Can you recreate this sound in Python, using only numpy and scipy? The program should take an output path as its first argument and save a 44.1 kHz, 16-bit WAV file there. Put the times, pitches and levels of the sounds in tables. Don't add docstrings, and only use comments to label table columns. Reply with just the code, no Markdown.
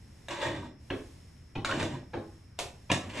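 import sys
import numpy as np
from scipy import signal
from scipy.fft import rfft, irfft
from scipy.io import wavfile
from scipy.ndimage import uniform_filter1d

SR = 44100
rng = np.random.default_rng(int(sys.argv[2]) if len(sys.argv) > 2 else 0)


def master(y):
    cut = np.clip(np.atleast_2d(y).T, -1, 1)
    pcm = np.round(cut * 32767)
    wavfile.write(sys.argv[1], SR, pcm.astype(np.int16))


N = 141120

# t/s, crack level/dB, ring level/dB, brightness f/Hz, onset t/s, thud level/dB, thud pitch factor,
# stove bump level/dB, blade's low note f/Hz, its level/dB, high note f/Hz, its level/dB, blade t60/s
KNOCKS = [(0.284, -48, -50.5, 9400, 0.00066, -68, 1.6, -58, 1180, -61, 3750, -52.5, 0.064),
          (0.305, -44.5, -43, 6950, 0.0041, -52, 2.9, -72, 1110, -50.5, 2830, -50.5, 0.05),
          (0.901, -37, -42, 2900, 0.0038, -34, 1.11, -40.5, 1017, -45.5, 2816, -47.5, 0.017),
          (1.551, -39, -48, 3030, 0.0058, -35.5, 0.74, -35.5, 2460, -48, 2935, -56.5, 0.069),
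          (1.647, -36.5, -38, 9400, 0.00074, -48, 1.26, -50, 1460, -37.5, 3870, -50, 0.014),
          (1.711, -39, -46, 5000, 0.00081, -48, 1.4, -59, 1083, -39.5, 2950, -51.5, 0.052),
          (1.806, -53, -48, 4000, 0.0022, -38.5, 0.69, -37, 868, -48, 2450, -48, 0.029),
          (1.828, -42.5, -48, 8800, 0.00017, -48.5, 0.81, -43, 1550, -46, 3740, -51, 0.027),
          (2.132, -36.5, -44.5, 2370, 0.0059, -34.5, 1.06, -42, 936, -49, 1680, -54.5, 0.035),
          (2.582, -64, -67, 6000, 0.0024, -70, 0.63, -62, 770, -68, 2110, -76, 0.029),
          (2.589, -35, -45, 11800, 0.0001, -41.5, 1.62, -54, 716, -41.5, 1393, -52, 0.19),
          (2.892, -44, -70, 3400, 0.0073, -65, 1.0, -55, 933, -52, 2500, -60, 0.04),
          (2.899, -31, -37.5, 3600, 0.0031, -41.5, 0.92, -32.5, 966, -32, 2420, -35.5, 0.031),
          (2.9155, -30.5, -31, 9150, 0.00083, -36.5, 0.72, -40, 286, -30.5, 2780, -34, 0.028)]
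CRACK_DECAY_S, THUD_RISE_S, THUD_DECAY_S, BUMP_DECAY_S = 0.0042, 0.023, 0.02135, 0.0068
THUD_GLIDE = 0.3565
# f/Hz, relative level/dB, t60/s
POT_MODES = [(265, -22, 0.14), (334, -6, 0.097), (551, -13.5, 0.1), (927, -4.5, 0.048), (1063, 6.5, 0.02),
             (1330, 0.5, 0.018), (1730, 3.5, 0.017), (2260, -4, 0.027), (2334, 1, 0.014), (2575, -6, 0.012),
             (2640, -2.5, 0.017), (3420, -2, 0.026), (3800, -3, 0.018), (7050, -24, 0.17)]
# f/Hz, relative level/dB
CRACK_SPECTRUM = [(60, -1.5), (250, -6.5), (650, 9.5), (1300, -2), (2800, 3), (4700, -4), (7000, -1),
                  (9500, -7.5), (13000, -13)]
# f/Hz, relative level/dB
THUD_SPECTRUM = [(60, -63), (180, -1.5), (245, 4.5), (430, 0), (570, -7.5), (740, -31.5), (1000, -15.5),
                 (1500, -23.5), (5000, -62.5)]
# f/Hz, relative level/dB
BUMP_SPECTRUM = [(25, -1), (60, -20), (95, 4.5), (150, 0.5), (220, -10), (500, -38), (3000, -58)]

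# t/s, rasp level/dB, dull rub through the food level/dB, judder level/dB
DRAGS = [
    [(0.284, -43.5, -70, -73), (0.315, -41, -39.5, -53), (0.35, -45.5, -58, -57),
     (0.395, -40.5, -44.5, -51), (0.435, -31.5, -36.5, -53), (0.468, -34, -44, -36), (0.51, -50, -39, -52),
     (0.55, -44, -42.5, -41), (0.585, -49, -54, -36), (0.615, -62, -64, -42.5), (0.66, -50.5, -51, -50.5),
     (0.74, -110, -76, -53.5)],
    [(1.65, -43, -60, -66), (1.686, -51, -57, -58), (1.692, -34, -34.5, -40), (1.72, -40.5, -39, -41),
     (1.745, -39.5, -30, -31), (1.77, -41, -45, -39.5), (1.80, -32, -60, -30.5), (1.83, -43.5, -26, -34),
     (1.855, -63, -67, -57), (1.895, -53, -64, -40.5), (1.955, -48.5, -47, -36.5), (2.03, -96, -57, -74)],
    [(3.03, -46, -53, -48), (3.085, -56, -51, -42.5), (3.095, -48, -57, -59), (3.12, -48.5, -52, -46),
     (3.18, -36, -48, -40), (3.2, -38, -45, -31)],
]
SLIPS_PER_S, SLIP_JITTER, SLIP_SPREAD_DB, GRIT_DB = 300, .5, 2.5, 2
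# f/Hz, relative level/dB
RASP_SPECTRUM = [(100, -18), (350, -4.5), (560, -0.5), (740, -6.5), (1000, -1.5), (1400, -5), (2000, -3),
                 (3100, -5), (3900, -12.5), (4700, -16.5), (6500, -15.5), (8500, -21), (12000, -37)]
# f/Hz, relative level/dB
RUB_SPECTRUM = [(100, -30.5), (250, -1.5), (345, 8), (440, -9), (570, 2), (720, -6.5), (1200, -20.5),
                (3000, -52.5)]
# f/Hz, relative level/dB
JUDDER_SPECTRUM = [(25, -20), (55, -21), (90, 2), (135, 1.5), (195, -3.5), (270, 3), (365, -2), (440, -22),
                   (700, -21), (2000, -72)]
# f/Hz, width f/Hz, relative level/dB
WALL_RESONANCES = [(582, 66, 3.5), (907, 54, 2), (1023, 250, 0.5), (1600, 164, 0), (1830, 52, 0.5),
                   (2300, 270, -11), (2710, 200, -20), (3390, 150, -2), (3730, 73, -19.5)]
WALL_RINGING_DB = [2, -2.5, -7]
WALL_GROWTH = 0.11
TRAVEL_HZ, TRAVEL_DB = 25.2, 4
SING_HZ, SING_WIDTH_HZ, SING_DB, SING_GROWTH = 7174, 150, -26, .85

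# t/s, length t/s, starting f/Hz, rise as a share of the pitch, level/dB
SQUEAKS = [(0.435, 0.049, 1831, 0, -42), (0.513, 0.062, 1832, 0.027, -47), (0.622, 0.047, 937, 0.0033, -47),
           (1.651, .015, 2290, 0.011, -38.5), (1.692, 0.037, 1390, 0.116, -32.5),
           (1.845, .03, 3580, 0.0083, -47.5), (1.921, 0.046, 953, 0.015, -46.5)]
SQUEAK_WOBBLE, SQUEAK_ROUGHNESS = .042, .7

BLADE_DIRECT_DB, BLADE_ROOM_DB = -4, -8
# f/Hz, t60/s
KITCHEN_T60 = [(100, 0.59), (400, 0.3), (1000, 0.4), (2800, 0.3), (7000, 0.3), (12000, 0.29)]
WET_DB, EARLY_DB, EARLY_DECAY_S = 4, -1, 0.0066
PATHS_PER_S = 5
# f/Hz, side level/dB before SIDE_DB
STIRRING_WIDTH = [(60, -44), (100, -67), (160, -24), (260, -21.5), (420, -7), (690, -6), (1120, -2),
                  (1830, -13.5), (2980, -1), (4850, 3.5), (7900, -26), (12000, 9.5)]
SIDE_DB, LEFT_DB, LEFT_LAG_S = -3.5, -.3, .000016
CUTOFF_HZ = 12000

# f/Hz, relative level/dB
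RUMBLE_SPECTRUM = [(20, -14), (32, -10), (48, -3.5), (80, 1.5), (130, -5.5), (200, -12), (290, -17),
                   (420, -28.5), (800, -35.5), (2000, -31.5), (5000, -53.5)]
# f/Hz, relative level/dB
HISS_SPECTRUM = [(200, 19), (900, 7.5), (1350, 0.5), (1850, 5), (2800, 3), (4400, 0), (7000, 2.5),
                 (10000, -3), (12000, -5.5)]
# t/s, level/dB
HISS_LEVEL = [(0, 8), (.3, 11), (.72, -21), (.81, 6), (.97, 16), (1.25, 10), (1.499, 4.5), (2.06, 3),
              (2.18, 8.5), (2.35, 8.5), (2.55, 1.5), (2.75, 8.5), (3.2, 12.5)]
RUMBLE_DB, HISS_DB = -52.5, -72.5
WHISTLE_HZ, WHISTLE_WIDTH_HZ, WHISTLE_DB = 5354, 320, -73
# f/Hz, side level/dB
AIR_WIDTH = [(60, -32), (100, -29), (160, -13.5), (260, -12.5), (420, -2.5), (690, 1.5), (1120, -1),
             (1830, -15), (2980, -2.5), (4850, 0.5), (7900, -18.5), (12000, 12.5)]


def knock(crack_db, ring_db, bright_hz, onset_s, thud_db, thud_pitch, bump_db,
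          low_hz, low_db, high_hz, high_db, blade_t60):
    t = np.arange(SR // 2) / SR
    onset = 1 - np.exp(-(t / onset_s) ** 2)
    contact = pot_contact(t, onset, crack_db, ring_db, bright_hz)
    blade = blade_note(t, onset, low_hz, low_db, blade_t60) + blade_note(t, onset, high_hz, high_db, blade_t60)
    thud = food_thud(t, onset, thud_pitch)
    bump = stove_bump(t, onset)
    return contact + amp(thud_db) * thud + amp(bump_db) * bump, blade


def pot_contact(t, onset, crack_db, ring_db, bright_hz):
    crack = colour(flatten(noise(len(t)) * np.exp(-t / CRACK_DECAY_S)), CRACK_SPECTRUM)
    ring = sum(amp(db - 60 * t / t60) * np.sin(2 * np.pi * (hz * t + rng.random()))
               for hz, db, t60 in POT_MODES)
    contact = amp(crack_db) * burst(crack * onset) + amp(ring_db) * burst(ring * onset)
    return signal.lfilter(*signal.butter(3, min(bright_hz, SR / 2 - 1000), fs=SR), contact)


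def blade_note(t, onset, hz, db, t60):
    return amp(db) * burst(onset * amp(-60 * t / t60) * np.sin(2 * np.pi * hz * t))


def food_thud(t, onset, pitch):
    swell = (1 - np.exp(-t / THUD_RISE_S)) * np.exp(-t / THUD_DECAY_S)
    push = flatten(noise(len(t)) * swell)
    thud = colour(onset * push, np.array(THUD_SPECTRUM) * [pitch, 1])
    glide = THUD_GLIDE * THUD_DECAY_S * (1 - np.exp(-t / THUD_DECAY_S))
    return burst(np.interp(t + glide, t, thud))


def stove_bump(t, onset):
    push = flatten(noise(len(t)) * np.exp(-t / BUMP_DECAY_S))
    return burst(colour(onset * push, BUMP_SPECTRUM))


def drags():
    t, out = np.arange(N) / SR, np.zeros(N)
    drive = slips()
    drive = drive - drive.mean()
    wall = unit(sum(amp(db) * unit(wall_resonance(drive, hz, width, 6 * width))
                    for hz, width, db in WALL_RESONANCES))
    sing = unit(wall_resonance(drive, SING_HZ, SING_WIDTH_HZ, 4 * SING_WIDTH_HZ))
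    rasp = unit(colour(drive, RASP_SPECTRUM))
    rub = unit(colour(noise(), RUB_SPECTRUM))
    judder = unit(colour(noise(), JUDDER_SPECTRUM))
    for drag, wall_db in zip(DRAGS, WALL_RINGING_DB):
        s, *levels = np.transpose(drag)
        rasp_gain, rub_gain, judder_gain = (amp(np.interp(t, s, db, -300, -300)) for db in levels)
        ringing = amp(wall_db) * (rasp_gain / rasp_gain.max()) ** WALL_GROWTH
        out += rasp_gain * (rasp + ringing * wall) / np.sqrt(1 + ringing ** 2)
        out += amp(SING_DB) * rasp_gain ** SING_GROWTH * sing
        out += rub_gain * rub + judder_gain * judder
    return out


def slips():
    rate = SLIPS_PER_S * np.exp(SLIP_JITTER * unit(uniform_filter1d(noise(), size=150)))
    strength = amp(SLIP_SPREAD_DB * np.clip(noise(), -2, 2))
    pulses = np.diff(np.floor(np.cumsum(rate) / SR), prepend=0) * strength
    grit_envelope = signal.lfilter([1], [1, -np.exp(-1 / (0.004 * SR))], pulses)
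    grit = noise() * grit_envelope
    return unit(unit(pulses) + amp(GRIT_DB) * unit(grit))


def wall_resonance(drive, hz, width, skirt_width):
    ring = resonate(resonate(drive, hz, width), hz, skirt_width)
    return ring * amp(TRAVEL_DB * np.tanh(drift(TRAVEL_HZ)))


def squeak(length, hz, rise, db):
    count = int(length * SR)
    wobble, rough = (unit(uniform_filter1d(noise(count), size=100)) for _ in range(2))
    pitch = hz * (1 + rise * np.linspace(0, 1, count) + SQUEAK_WOBBLE * (wobble - wobble.mean()))
    tone = np.sin(2 * np.pi * np.cumsum(pitch) / SR) * (1 + SQUEAK_ROUGHNESS * rough)
    return amp(db) * unit(tone) * signal.windows.tukey(count, .15)


def kitchen(source, count=3):
    turn = PATHS_PER_S * np.arange(N) / SR
    shares = np.array([np.maximum(np.cos(2 * np.pi * (turn - k) / count), 0) for k in range(count)])
    out = np.zeros((2, N))
    for share in shares / np.linalg.norm(shares, axis=0):
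        path = reflections()
        path[0] += 1
        out += [signal.fftconvolve(source * share, flatten(taps, size=70))[:N]
                for taps in (path, reflections())]
    return out


def reflections():
    t = np.arange(SR * 3 // 4) / SR
    hz, when, z = signal.stft(noise(len(t)), SR, nperseg=256)
    decay = amp(-60 * when / read(KITCHEN_T60, hz)[:, None])
    tail = signal.istft(z * decay, SR, nperseg=256)[1][:len(t)]
    tail = tail * np.minimum(t / 0.0086, 1)
    sparse = rng.random(len(t)) < 2000 / SR
    early = noise(len(t)) * sparse * np.exp(-t / EARLY_DECAY_S) * (t > .001)
    return amp(WET_DB) * tail / np.linalg.norm(tail) + amp(EARLY_DB) * early / np.linalg.norm(early)


def background():
    rumble = amp(RUMBLE_DB) * unit(colour(noise(), RUMBLE_SPECTRUM))
    hiss_db = HISS_DB + np.interp(np.arange(N) / SR, *np.transpose(HISS_LEVEL))
    hiss = unit(colour(noise(), HISS_SPECTRUM)) * amp(hiss_db)
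    whistle = resonate(resonate(noise(), WHISTLE_HZ, 2 * WHISTLE_WIDTH_HZ), WHISTLE_HZ, WHISTLE_WIDTH_HZ)
    return rumble + hiss + amp(WHISTLE_DB) * unit(whistle)


def widen(mid, side, width):
    side = colour(side, width)
    return np.array([mid + side, mid - side])


def amp(db):
    return 10 ** (np.asarray(db) / 20)


def unit(x):
    return x / np.sqrt(np.mean(x ** 2) + 1e-20)


def burst(x):
    return x * np.sqrt(.04 * SR / np.sum(x ** 2))


def read(points, hz):
    f, value = np.transpose(points)
    return np.interp(np.log(hz + 1), np.log(f), value)


def add(mix, s, sound):
    part = mix[max(round(s * SR), 0):][:len(sound)]
    part += sound[:len(part)]


def colour(x, points, size=4096):
    log_gain = np.log(amp(read(points, abs(np.fft.fftfreq(size, 1 / SR)))))
    taps = np.fft.ifft(np.exp(signal.hilbert(log_gain).conj())).real
    return signal.fftconvolve(x, taps[:size // 2])[:len(x)]


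def flatten(x, size=90):
    z = np.fft.fft(x, 2 * len(x))
    power = uniform_filter1d(abs(z) ** 2, size, mode="wrap")
    power = uniform_filter1d(power, size, mode="wrap")
    inverse = np.exp(signal.hilbert(-.5 * np.log(abs(power) + 1e-12)).conj())
    return np.fft.ifft(z * inverse).real[:len(x)]


def resonate(x, hz, width):
    return signal.lfilter(*signal.iirpeak(hz, hz / width, SR), x)


def noise(size=N):
    return rng.standard_normal(size)


def drift(hz):
    return unit(irfft(rfft(noise()) * np.exp(-(np.fft.rfftfreq(N, 1 / SR) / hz) ** 2), N))


def scene():
    pot, blade = drags(), np.zeros(N)
    for s, *row in KNOCKS:
        pot_sound, blade_sound = knock(*row)
        add(pot, s, pot_sound)
        add(blade, s, blade_sound)
    for s, *row in SQUEAKS:
        add(blade, s, squeak(*row))
    mid, side = kitchen(pot + amp(BLADE_ROOM_DB) * blade)
    left, right = widen(mid + amp(BLADE_DIRECT_DB) * blade, amp(SIDE_DB) * side, STIRRING_WIDTH)
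    lag = np.exp(-2j * np.pi * np.fft.rfftfreq(N, 1 / SR) * LEFT_LAG_S)
    left = irfft(rfft(left) * lag, N)
    stirring = np.array([left, right]) * amp([[LEFT_DB], [-LEFT_DB]])
    return stirring + widen(background(), background(), AIR_WIDTH)


def record(dry):
    taps = signal.firwin(255, CUTOFF_HZ, window=("kaiser", 8), fs=SR)
    return signal.oaconvolve(dry, taps[None], "same")


dry = scene()
out = record(dry)
master(out)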